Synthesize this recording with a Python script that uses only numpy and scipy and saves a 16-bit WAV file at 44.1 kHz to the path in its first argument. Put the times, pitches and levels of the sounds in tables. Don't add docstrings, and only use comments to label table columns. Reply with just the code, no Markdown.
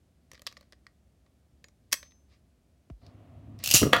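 import sys
import numpy as np
from scipy import signal
from scipy.fft import rfft, irfft
from scipy.io import wavfile

SR = 44100
rng = np.random.default_rng(int(sys.argv[2]) if len(sys.argv) > 2 else 0)


def wav_out(sig):
    wavfile.write(sys.argv[1], SR, np.round(np.clip(np.atleast_2d(sig).T, -1, 1) * 32767).astype(np.int16))


N = 176400
T = np.arange(N) / SR


def from_db(db):
    return 10 ** (np.asarray(db) / 20)


def colour(x, points, size=8192):
    hz, db = np.transpose(points)
    gain = from_db(np.interp(np.log(np.fft.rfftfreq(size, 1 / SR) + 1), np.log(hz), db))
    cepstrum = irfft(np.log(gain / np.sqrt(np.mean(gain ** 2))))
    cepstrum[1:size // 2] *= 2
    cepstrum[size // 2 + 1:] = 0
    response = irfft(np.exp(rfft(cepstrum)))[:size // 2]
    return signal.oaconvolve(x, response)[:N]


def butter(x, hz, kind):
    return signal.sosfilt(signal.butter(2, hz, kind, fs=SR, output="sos"), x + 1e-18)


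def resonate(x, hz, q):
    return signal.lfilter(*signal.iirpeak(hz, max(q, 1), fs=SR), x + 1e-18)


def noise(points):
    return colour(rng.standard_normal(N), points)


def swell(s, width_s, db):
    return from_db(db) * np.exp(-((T - s) / width_s) ** 2) * rng.standard_normal(N)


def taps(rows):
    out = np.zeros(N)
    for s, db in rows:
        out[int(np.clip(s, 0, T[-1]) * SR)] += from_db(db)
    return out


def contacts(rows, decay_s):
    envelope = np.exp(-T[:SR // 5] / decay_s)
    out = np.zeros(N + len(envelope))
    for s, db in rows:
        start = int(np.clip(s, 0, T[-1]) * SR)
        out[start:start + len(envelope)] += from_db(db) * envelope * rng.standard_normal(len(envelope))
    return out[:N]


def ring(force, notes):
    out = 0
    for hz, db, ring_s in notes:
        fade, angle = np.exp(-np.log(1000) / (ring_s * SR)), 2 * np.pi * hz / SR
        feedback = [1, -2 * fade * np.cos(angle), fade * fade]
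        out = out + from_db(db) * signal.lfilter([0, np.sin(angle)], feedback, force + 1e-18)
    return out


def tail(x, ring_s, build_s=0.0043):
    t = T[:SR // 2]
    response = rng.standard_normal(len(t)) * np.exp(-np.log(1000) * t / ring_s)
    response *= 1 - np.exp(-t / build_s)
    return signal.fftconvolve(x, response / np.sqrt(np.sum(response ** 2)))[:N]


# frequency in Hz, level in dB.
AIR_COLOUR = [(28, -26.5), (45, -10.5), (68, 4), (95, -8), (250, -12.5), (450, -23.5), (650, -22),
              (900, -32.5), (2000, -36), (9000, -41.5), (16000, -48.5)]
RUMBLE_COLOUR = [(25, -28.5), (60, -10), (105, 6), (180, -14.5), (260, -5.5), (420, -36.5), (1000, -45),
                 (4000, -72.5)]
HISS_COLOUR = [(100, -8), (280, 6.5), (450, -2.5), (700, 4.5), (820, -7.5), (1200, -6.5), (1500, -15),
               (2800, -17), (6000, -36), (16000, -40)]
# time in seconds, level in dB.
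RUMBLE_LEVEL = [(2.99, -84.5), (3.02, -52), (3.28, -57), (3.34, -50), (3.44, -49), (3.52, -43),
                (3.6, -49.5), (4.0, -38.5)]

def background(air_db=-64, hiss_db=-61.5, hiss_start_s=3.01):
    rumble = from_db(np.interp(T, *np.transpose(RUMBLE_LEVEL))) * noise(RUMBLE_COLOUR)
    hiss = from_db(hiss_db) * np.clip((T - hiss_start_s) / 0.011, 0, 1) * noise(HISS_COLOUR)
    return from_db(air_db) * noise(AIR_COLOUR) + rumble + hiss


# frequency in Hz, level in dB.
ROOM_COLOUR = [(100, 0), (1000, 1), (4500, 1), (9000, -0.5), (16000, -1.5)]

def room(x, split_hz=8700):
    low = tail(butter(x, split_hz, "low"), ring_s=0.19)
    high = tail(butter(x, split_hz, "high"), ring_s=0.22)
    return colour(low + high, ROOM_COLOUR)


def bump(start_s=2.902, start_hz=309.4, end_hz=47.4, sag_s=0.0088, attack_s=0.018, decay_s=0.027):
    age = np.maximum(T - start_s, 0)
    hz = end_hz + (start_hz - end_hz) * np.exp(-age / sag_s)
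    envelope = np.exp(-age / decay_s) * (1 - np.exp(-age / attack_s))
    thud = np.sin(2 * np.pi * np.cumsum(hz * (age > 0)) / SR) * envelope
    scuff = colour(contacts([(2.9, -45.5)], decay_s=0.0042), HISS_COLOUR)
    return from_db(-28.5) * thud + scuff


# start in seconds, level in dB, extra treble in dB,
# extra bass in dB, pitch of the touched part in Hz.
CLICKS = [(.3158, -42.5, 2, 4, 5700), (.3335, -46.5, 2, 6, 5700), (.3456, -50, 4.5, 6, 1980),
          (.352, -50, -8, 3, 1920), (.3775, -53.5, -15, 8, 1950), (.3945, -51.5, 9, 3, 3040),
          (.419, -47.5, 10, 10, 5800), (.4666, -26.5, -9, -11, 4300), (.472, -29.5, 4, -12, 3560),
          (.514, -49, -6, -8, 1270), (.5253, -46.5, 1, 4, 2270), (.5691, -44.5, -11, 3, 1880),
          (.574, -48, -8, 6, 4830), (.61, -53, 5.5, 10.5, 1190), (.628, -57.5, -12, 3, 1900),
          (.7238, -45.5, 4, 5, 1710), (.731, -50.5, -9, 8, 1780), (.867, -45, -7, -8.5, 1900),
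          (1.263, -62.5, -15, 14, 571), (1.642, -41.5, -2, 0, 1850), (1.6846, -51, -8, -2, 5200),
          (2.029, -40, -3, -2, 1850), (2.109, -59.5, 3, -3, 3440), (2.12, -56.5, -18, -7, 1880),
          (2.9, -58, -14, 8, 1010), (3.065, -52, -32, -2, 4400), (3.5902, -52.5, 13, -2, 5200)]
# frequency in Hz, level in dB.
CLICK_COLOUR = [(100, -4.5), (420, -6), (580, 2.5), (790, -12.5), (980, -7), (1180, 1.5), (1500, -8.5),
                (1900, 3), (2900, -3), (4700, 2.5), (6500, -5), (9000, -9.5), (16000, -14)]
# middle in seconds, half width in seconds, level in dB.
SLIDES = [(0.348, 0.03, -64), (.6, 0.07, -72.5), (2.056, 0.028, -66), (2.334, 0.036, -68),
          (3.605, 0.013, -54), (3.632, 0.0092, -48)]
# pitch in Hz, level in dB, ring time in seconds.
TOP_NOTES = [(596, -52, 0.062), (3560, -54, 0.0706), (4250, -57.5, 0.067)]
# middle in seconds,
# half width in seconds, pitch in Hz, narrowness (q), level in dB.
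RUBS = [(.334, 0.0098, 109, 1.5, -33.5), (.483, 0.015, 3830, 2, -41.5), (3.06, 0.049, 4250, 2.7, -59.5)]
# start in seconds, level in dB.
RIM_TOUCHES = [(.467, -66.5), (1.642, -59.5)]

def handling(low_hz=750, high_hz=5500, part_db=11.5, rim_hz=6880):
    cracks = [contacts([row[:2]], decay_s=0.0024) for row in CLICKS]
    parts = sum(resonate(crack, row[4], q=8) for crack, row in zip(cracks, CLICKS))
    edge = contacts([(s, db + treble) for s, db, treble, _, _ in CLICKS], decay_s=0.0005)
    body = contacts([(s, db + bass) for s, db, _, bass, _ in CLICKS], decay_s=0.004)
    middle = butter(sum(cracks), low_hz, "high") + sum(swell(*row) for row in SLIDES)
    bands = butter(body, low_hz, "low") + butter(middle, high_hz, "low") + butter(edge, high_hz, "high")
    rubs = sum(resonate(resonate(swell(s, width, db), hz, q), hz, q) for s, width, hz, q, db in RUBS)
    rim = ring(taps(RIM_TOUCHES), [(rim_hz, 0, 0.14)])
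    return colour(bands, CLICK_COLOUR) + from_db(part_db) * parts + ring(middle, TOP_NOTES) + rubs + rim


# start in seconds, level in dB.
KNOCKS = [(1.9155, -46.5), (1.9218, -31.5), (1.9268, -16.5), (1.929, -15.5), (1.931, -19), (1.9395, -23.5)]
# frequency in Hz, level in dB.
KNOCK_COLOUR = [(100, -25), (260, -4.5), (450, -13.5), (610, -4.5), (800, -18), (1100, -1), (1500, -9),
                (1900, 4.5), (2300, -1), (4300, -3.5), (5000, 3.5), (5800, 4), (7000, -4.5), (11000, -6.5),
                (16000, -9)]
# pitch in Hz, level in dB, ring time in seconds, swell time in seconds.
DISC_NOTES = [(4495, -45.5, .3, .01), (5211, -48.5, .62, .01), (6202, -36.5, 0.66, .048),
              (7983, -27, .17, .02), (8952, -40.5, .16, .01), (11370, -40, .22, .01)]

def knock(disc_db=-12, silent_at_s=2.34, damping_s=0.19):
    hardest_s = max(KNOCKS, key=lambda row: row[1])[0]
    push = taps([(hardest_s, disc_db)])
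    age = np.maximum(T - hardest_s, 0)
    disc = sum(ring(push, [(hz, db, ring_s)]) * np.minimum(age / swell_s, 1) ** 3
               for hz, db, ring_s, swell_s in DISC_NOTES)
    hand_fade = np.clip((silent_at_s - T) / damping_s, 0, 1)
    return colour(contacts(KNOCKS, decay_s=0.0028), KNOCK_COLOUR) + disc * hand_fade


# start in seconds, level in dB, decay time in seconds.
THUMPS = [(3.635, -55, .013), (3.743, -25.5, 0.012), (3.8165, -16.5, 0.013), (3.8306, -15, 0.0082),
          (3.854, -24, 0.011), (3.867, -22.5, 0.0097), (3.89, -32.5, .04)]
# frequency in Hz, level in dB.
THUMP_COLOUR = [(25, -27), (70, -4.5), (140, 5), (280, -3.5), (450, -8), (680, -15), (820, -30),
                (1200, -18), (1500, -47), (3000, -39), (9000, -73)]
# pitch in Hz, level in dB, ring time in seconds.
THUMP_NOTES = [(150, 1.5, 0.073), (207, 1, 0.042), (277, -3, 0.071), (416, -7.5, 0.046), (495, -10, 0.044)]

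def thumps(rustle_db=2.5, padding_hz=530, low_cut_hz=91):
    rustle = colour(sum(contacts([(s, db)], decay) for s, db, decay in THUMPS), THUMP_COLOUR)
    blows = butter(taps([(s, db) for s, db, _ in THUMPS]), padding_hz, "low")
    return butter(from_db(rustle_db) * rustle + ring(blows, THUMP_NOTES), low_cut_hz, "high")


# start in seconds, level in dB.
JOLTS = [(3.8305, -21)]
LANDINGS = [(3.9283, -21), (3.9319, -7), (3.9345, -10), (3.943, -22), (3.964, -19)]
# frequency in Hz, level in dB.
ARENA_COLOUR = [(60, -30), (200, -9.5), (320, -2.5), (500, -3), (660, 3), (800, -5), (1050, -4.5),
                (1270, 2), (1550, -4), (1830, 0), (2300, -8), (3100, -9), (4500, -16), (7000, -26.5),
                (16000, -32)]
# pitch in Hz, level in dB, ring time in seconds.
ARENA_NOTES = [(148, -35, .4), (286, -37, .24), (608, -29, .34), (660, -26, .2), (709, -28, .36),
               (1200, -16, .16), (1375, -19, .26), (1437, -24, .25), (1745, -26, .27), (1787, -23, .28),
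               (2767, -25, .12), (3117, -31, .25)]

def arena(blow_db=12, shell_db=-13):
    force = contacts(JOLTS + LANDINGS, decay_s=0.0031)
    blow = taps([max(LANDINGS, key=lambda row: row[1])])
    shell = from_db(shell_db) * tail(force, ring_s=0.46)
    return colour(force + from_db(blow_db) * blow + shell, ARENA_COLOUR) + ring(blow, ARENA_NOTES)


def gear_zip(start_s, teeth_per_s=185, slowing_per_s=1.5, hold_s=0.018):
    timing, strength = rng.standard_normal((40, 2)).T
    age = np.cumsum(np.r_[0, 1 + 0.12 * timing[1:]]) / teeth_per_s
    age = age * (1 + slowing_per_s * age / 2)
    racing_db = -8 - 290 * np.maximum(age - hold_s, 0)
    coasting_db = -25.5 - 123 * age
    db = np.maximum(racing_db, coasting_db) - 0.4 * strength
    return contacts(zip(start_s + age, db), decay_s=0.0021)


# start in seconds, level in dB.
SLOW_TEETH = [(3.6385, -24), (3.6405, -24), (3.6465, -30), (3.6603, -21), (3.6747, -17), (3.6893, -23),
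              (3.703, -21), (3.712, -12), (3.7145, -15), (3.7235, -25), (3.729, -23), (3.7375, -19)]
# frequency in Hz, level in dB.
LAUNCHER_COLOUR = [(100, -2.5), (330, -29), (650, -5.5), (860, -18.5), (1200, -12), (1600, -11), (2200, -6),
                   (2800, 9.5), (3550, -1), (4400, 3), (6800, 3.5), (8500, -2), (12000, -1), (16000, -6)]
# pitch in Hz, level in dB, ring time in seconds.
LAUNCHER_NOTES = [(2543, -46.5, 0.32), (2698, -66, 0.18), (2680, -53, 0.1), (2900, -36.5, 0.1),
                  (3151, -41, 0.19), (4208, -36.5, 0.19), (4580, -66, 0.18), (5520, -45, .45),
                  (5700, -39, 0.24), (5970, -44, .2), (6491, -58, 0.2), (7000, -52, .15), (7900, -49, 0.18),
                  (8058, -55, .2)]

def launcher(zip_start_s=3.7394, rub_db=-36.5, ring_db=-7.5):
    fast_teeth = gear_zip(zip_start_s)
    taking_up = (T > SLOW_TEETH[0][0]) & (T < zip_start_s)
    rub = from_db(rub_db) * rng.standard_normal(N) * taking_up
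    force = contacts(SLOW_TEETH, decay_s=0.0024) + rub + fast_teeth
    sing = resonate(swell(s=3.745, width_s=0.0061, db=5.5), hz=6886, q=38)
    return sing + colour(force, LAUNCHER_COLOUR) + ring(force * from_db(ring_db), LAUNCHER_NOTES)


def scene(near_echo_db=-18, far_echo_db=-7):
    near = handling() + knock()
    far = launcher() + arena()
    echoes = room(from_db(near_echo_db) * near + from_db(far_echo_db) * far)
    return (near + far + echoes + thumps() + bump() + background())[None]


def record(dry, low_cut_hz=36, high_cut_hz=16100):
    clipped = np.clip(butter(dry, low_cut_hz, "high"), -1, 1)
    return signal.sosfilt(signal.ellip(12, .1, 80, high_cut_hz, fs=SR, output="sos"), clipped)


dry = scene()
out = record(dry)
wav_out(out)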